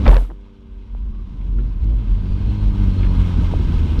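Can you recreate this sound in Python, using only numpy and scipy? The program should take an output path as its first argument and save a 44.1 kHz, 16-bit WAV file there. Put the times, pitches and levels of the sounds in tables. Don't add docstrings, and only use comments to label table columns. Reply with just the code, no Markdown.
import sys
import numpy as np
from scipy import signal
from scipy.io import wavfile

SR = 44100
rng = np.random.default_rng(int(sys.argv[2]) if len(sys.argv) > 2 else 0)


def generate_wav(sig):
    pcm = np.round(np.clip(np.atleast_2d(sig).T, -1, 1) * 32767).astype(np.int16)
    wavfile.write(sys.argv[1], SR, pcm)


def ratio(d):
    e = np.asarray(d, float) / 20
    return 10 ** e


N = 176400

# start_s, firing_hz, level_db, brightness_db (per octave of order)
ENGINE_CURVE = [(0, 101.2, -29.5, 7.5), (.2, 99.1, -56, 10), (.85, 96, -51, 5), (1.47, 93.43, -38, -1.5),
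                (1.54, 102.8, -35, 3.5), (1.61, 121.2, -33, 4.5), (1.66, 121.2, -34.5, -10.5),
                (1.8, 97, -36, -5.5), (1.86, 103.4, -26.5, -0.5), (1.94, 118.7, -38.5, 8),
                (1.99, 116, -29, -9), (2.07, 101.6, -28.5, -4), (2.28, 91.5, -24.5, -1),
                (2.47, 104.9, -26, -1.5), (2.56, 101.9, -22.5, -1.5), (3.1, 92.1, -20.5, 1),
                (3.5, 84.35, -21, -1.5), (4, 78.45, -19, -7)]
# multiple of the firing rate, level_db
ENGINE_ORDERS = [(1, 0), (1.5, -18.5), (2, -8), (2.5, -22), (3, -16), (4, -26), (5, -34.5), (6, -40),
                 (7, -49)]
# start_s, level_db
PANEL_HUM = [(0, -64), (.35, -60), (.82, -60), (.9, -76), (4, -90)]
# pitch_hz, level_db (per Hz)
ROAR_SPECTRUM = [(20, -12), (32, 3), (60, 2), (130, -9), (250, -13), (400, -42), (700, -47.5)]
# pitch_hz, level_db (per Hz)
HISS_SPECTRUM = [(380, 3.5), (680, -9.5), (960, -8), (1900, -18), (3200, -12.5), (5000, -24.5),
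                 (8000, -36.5), (15000, -38)]
# pitch_hz, width_hz, boost_db
SHELL_NOTES = [(948, 155, 10.5), (1270, 100, 4.5), (1537, 86, 9.5), (2130, 100, 8), (2500, 180, 4.5),
               (3040, 820, 3.5), (3940, 200, 4.5), (5700, 320, 7), (6510, 180, 5), (8470, 430, 7.5)]
# start_s, level_db
GUSTS = [(0, 1.5), (.1, 1), (.3, -14.5), (.9, -5.5), (1.3, 1.5), (2.2, 0), (3.2, -6), (4, 2)]
# pitch_hz, width_hz, level_db (against the hiss), loudest_s, half_length_s
GAP_WHISTLES = [
    (4200, 70, -24, 2.5, 1.0),
    (4680, 55, -24, 2.5, .55),
    (2760, 70, -19, 1.3, .35),
]
# start_s, level_db
ROAD_SHAKE = [(.3, -33), (.42, -39), (.62, -48), (.75, -32.5), (.88, -37), (.93, -25.5), (1.05, -21),
              (1.3, -32), (1.58, -16), (1.77, -24.5), (1.83, -14), (1.97, -14), (2.04, -27.5), (2.12, -10),
              (2.25, -28), (2.31, -16), (3.3, -14), (3.8, -19.5), (4, -21)]
# middle_s, depth_db, half_width_s
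SMOOTH_STRETCHES = [(2.4, 8, .05), (2.57, 12, .03), (2.757, 12, .03), (2.97, 8, .03), (3.156, 5, .015),
                    (3.32, 13, .035), (3.52, 12, .045), (3.706, 16, .03), (3.85, 7, .025), (1.36, 6, .04),
                    (1.66, 4, .04)]
# start_s, pitch_hz, level_db (before the gain)
GEAR_WHINE = [(0, 229.5, -48), (.55, 227.2, -30), (1.0, 222, -26), (1.5, 208.2, -35.5), (2.2, 214.5, -47)]
# start_s, peak_db, low_hz, top_hz, decay_s
HOUSING_KNOCKS = [(.036, -20, 60, 200, .004), (.056, -19, 400, 3000, .006), (.062, -11, 300, 2000, .005),
                  (.068, -12, 350, 1800, .004), (.079, -11, 900, 5000, .002), (.084, -15, 300, 700, .006),
                  (.091, -17, 800, 3000, .003), (.1125, -16, 600, 3300, .002), (.118, -17, 350, 900, .006),
                  (.131, -17, 400, 1300, .004), (.143, -20, 1200, 4200, .0015),
                  (.153, -23, 400, 2500, .004), (.167, -16, 700, 4500, .0015), (.177, -25, 400, 2500, .003),
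                  (.186, -28, 400, 1200, .003), (.301, -35, 300, 1600, .003), (.3155, -33, 200, 1500, .001),
                  (.949, -33, 150, 1500, .0008), (1.41, -48, 2000, 3500, .015),
                  (1.843, -46, 3000, 8000, .0015), (2.15, -44, 2000, 3500, .004),
                  (3.03, -30, 1400, 3500, .02), (3.068, -30, 900, 3500, .0015),
                  (3.991, -29, 3500, 5200, .01), (.065, -16, 900, 3500, .003), (.102, -26, 600, 3000, .003),
                  (.125, -24, 800, 3000, .005), (.136, -25, 600, 3000, .003), (.158, -26, 800, 3000, .003),
                  (.294, -40, 250, 900, .005), (.307, -36, 250, 1300, .004), (1.585, -43, 1200, 3400, .018),
                  (3.047, -31, 1400, 3400, .004)]
# start_s, peak_db, pitch_hz, fade_s (time to fall 60 dB)
STRUCK_NOTES = [(.037, -8, 90, .04), (.0605, -6, 64, .09), (.068, -14, 230, .05), (.078, -9, 520, .07),
                (.087, -13, 1070, .04), (.091, -15, 310, .05), (.11, -19, 950, .04), (.112, -18, 340, .04),
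                (.128, -20, 880, .04), (.165, -16, 520, .05), (.184, -32, 900, .03), (.211, -34, 700, .03),
                (.222, -26, 260, .05), (.248, -44, 1300, .04), (.293, -34, 300, .04), (.301, -36, 500, .03),
                (.309, -31, 330, .06), (.318, -36, 150, .12), (1.585, -44, 1380, .08),
                (3.595, -26, 350, .12)]
# start_s, pitch_hz, level_db (before the gain)
TYRE_SING = [(0, 1000, -70), (.55, 1000, -54), (.7, 1080, -49), (.85, 950, -58), (1.0, 1030, -48),
             (1.1, 1080, -49), (1.19, 1160, -46), (1.3, 1020, -48), (1.45, 1000, -50), (1.65, 1000, -58),
             (1.77, 1080, -48), (1.85, 1050, -62), (4, 1000, -70)]
# start_s, level_db
RECORDER_GAIN = [(0, -0.5), (.1, 3.5), (.22, -4.5), (.3, -17), (.6, -20), (1.1, -16.5), (1.8, -11.5),
                 (2.6, -3), (3.2, 1.1), (3.6, 1.3), (4, -0.5)]


def in_time(rows):
    s, *columns = np.transpose(rows)
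    return [np.interp(np.arange(N) / SR, s, c) for c in columns]


def rms_one(x):
    return x / np.sqrt(np.mean(x ** 2) + 1e-20)


def band_noise_filter(x, order, low_hz, high_hz):
    return signal.sosfilt(signal.butter(order, [low_hz, high_hz], "band", fs=SR, output="sos"), x)


def drift(rate_hz):
    r = np.exp(-80 * np.pi * rate_hz / SR)
    white = rng.standard_normal(N // 40 + 2002)
    slow = signal.lfilter([1], [1, -2 * r, r * r], white)[2000:]
    return np.interp(np.arange(N) / 40, np.arange(len(slow)), rms_one(slow))


def resonance(x, hz, width_hz):
    r = np.exp(-np.pi * width_hz / SR)
    poles = [1, -2 * r * np.cos(2 * np.pi * hz / SR), r * r]
    return signal.lfilter(np.array([1, 0, -1]) * (1 - r * r) / 2, poles, x)


def banded_noise(spectrum, shared_db, own_db):
    hz, db = np.transpose(spectrum)
    out, together = 0, drift(22)
    white = rng.standard_normal((2, N + SR))
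    edges = 20 * 2 ** np.arange(0, 10, .5)
    for k, (low, high) in enumerate(zip(edges, edges[1:])):
        middle = np.log(low * high) / 2
        level_db = np.interp(middle, np.log(hz), db, left=-200, right=-200)
        if level_db > -150:
            band = band_noise_filter(white[k % 2], 2, low, high)[SR:]
            out = out + ratio(level_db + shared_db * together + own_db * drift(16)) * band
    return rms_one(out)


def engine():
    hz, db, bright_db = in_time(ENGINE_CURVE)
    turn = 2 * np.pi * np.cumsum(hz * (1 + .003 * drift(25))) / SR
    orders = 0
    for multiple, order_db in ENGINE_ORDERS:
        wobble_db = (.5 + .4 * multiple) * drift(13)
        level_db = order_db + bright_db * np.log2(multiple) + wobble_db
        orders = orders + ratio(level_db) * np.cos(multiple * turn)
    panel_db, = in_time(PANEL_HUM)
    panel = np.cos(4 * turn) + .3 * np.cos(5 * turn)
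    return np.sqrt(2) * (ratio(db) * orders + ratio(panel_db) * panel), turn


def wind(turn):
    hiss = banded_noise(HISS_SPECTRUM, shared_db=.9, own_db=.8)
    for hz, width_hz, db in SHELL_NOTES:
        hiss = hiss + (ratio(db) - 1) * resonance(hiss, hz, width_hz)
    hiss = rms_one(hiss) * (1 + .11 * np.cos(turn))
    for hz, width_hz, db, loudest_s, half_s in GAP_WHISTLES:
        level = ratio(db + 4.1 * drift(1.7))
        swell = np.exp(-((np.arange(N) / SR - loudest_s) / half_s) ** 2)
        tone = resonance(resonance(rng.standard_normal(N), hz, width_hz), hz, width_hz)
        hiss = hiss + level * swell * rms_one(tone)
    gust_db, = in_time(GUSTS)
    roar = banded_noise(ROAR_SPECTRUM, shared_db=2.0, own_db=.7)
    return ratio(-40.5) * hiss + ratio(-17.5 + gust_db) * roar


def mount():
    mount_hz, width_hz, lead_db = 45, 7, -27
    push = rng.standard_normal(N + SR)
    swing = resonance(resonance(push, mount_hz, width_hz), mount_hz, 2 * width_hz)
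    swing = rms_one(swing)
    size = np.abs(signal.hilbert(swing))
    lead = [(0, lead_db), (.05, lead_db), (.12, lead_db - 21), (.27, lead_db - 25)]
    db, = in_time(lead + list(ROAD_SHAKE))
    t = np.arange(N) / SR
    sag_db = sum(depth_db * np.exp(-((t - s) / half_s) ** 2) for s, depth_db, half_s in SMOOTH_STRETCHES)
    return ratio(db - sag_db) * rms_one((swing / (size + .25))[SR:])


def whine():
    hz, db = in_time(GEAR_WHINE)
    sounding = np.arange(N) < GEAR_WHINE[-1][0] * SR
    return ratio(db + 2 * drift(9.6)) * np.sin(2 * np.pi * np.cumsum(hz) / SR) * sounding


def knocks():
    dull_hz = 900
    tap_s, tap_db, tap_hz, tap_width_s = 3.539, -11.5, 440, .0005
    out, t = np.zeros(N + SR), np.arange(4000) / SR
    noise = rng.standard_normal((len(HOUSING_KNOCKS), len(t)))
    for (s, db, low_hz, top_hz, decay_s), white in zip(HOUSING_KNOCKS, noise):
        burst = band_noise_filter(white * np.exp(-t / decay_s), 2, low_hz, top_hz)
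        burst = signal.sosfilt(signal.butter(2, top_hz, fs=SR, output="sos"), burst)
        burst = signal.sosfilt(signal.butter(1, max(dull_hz, low_hz), fs=SR, output="sos"), burst)
        start = int(s * SR)
        out[start:start + len(t)] += ratio(db) * burst / np.abs(burst).max()
    away = np.arange(N) / SR - tap_s
    tap = np.cos(2 * np.pi * tap_hz * away) * np.exp(-(away / tap_width_s) ** 2 / 2)
    return out[:N] + ratio(tap_db) * tap


def dings():
    out, t = np.zeros(N + SR), np.arange(6000) / SR
    for s, db, hz, fade_s in STRUCK_NOTES:
        start = int(s * SR)
        onset = np.minimum(4 * t * hz, 1)
        out[start:start + len(t)] += ratio(db - 60 * t / fade_s) * np.sin(2 * np.pi * hz * t) * onset
    return out[:N]


def bump():
    start_s, ring_hz, rise_s, length_s = .064, 43, .022, .2
    start_turn, buzz_lag_s = .46, .003
    knee = 8
    t = np.maximum(np.arange(N) / SR - start_s, 0)
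    decay = np.logaddexp(0, knee * (1 - t / length_s)) / knee
    size = np.minimum(t / rise_s, 1) * decay
    ring = size * np.cos(2 * np.pi * (ring_hz * t + start_turn))
    buzz = band_noise_filter(rng.standard_normal(N), 1, 5535, 13700)
    gate = size ** 0.73 * np.cos(2 * np.pi * (ring_hz * (t - buzz_lag_s) + start_turn)) ** 2
    rattle = band_noise_filter(rng.standard_normal(N), 2, 300, 700)
    return ratio(.2) * ring + ratio(-45) * rms_one(buzz) * gate + ratio(-21) * rms_one(rattle) * size ** 2.06


def sing():
    width_hz = 60
    hz, db = in_time(TYRE_SING)
    turn = 2 * np.pi * np.cumsum(hz) / SR
    return ratio(db) * (drift(width_hz) * np.cos(turn) + drift(width_hz) * np.sin(turn))


def scene():
    gain_db, = in_time(RECORDER_GAIN)
    motor, turn = engine()
    air = wind(turn) + whine()
    top = signal.sosfiltfilt(signal.butter(2, 9600, "high", fs=SR, output="sos"), air)
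    air = air - top * (1 - ratio(0.17 * gain_db))
    solid = motor + mount() + bump() + knocks() + dings()
    fade = np.minimum(np.arange(N)[::-1] / SR / .004, 1)
    return (fade * (ratio(gain_db) * (air + sing()) + solid))[None]


def top_cut(x):
    return signal.sosfilt(signal.butter(12, 15150, fs=SR, output="sos"), x)


def record(dry):
    finished = np.clip(dry, -.91, .91)
    return top_cut(finished)


dry = scene()
out = record(dry)
generate_wav(out)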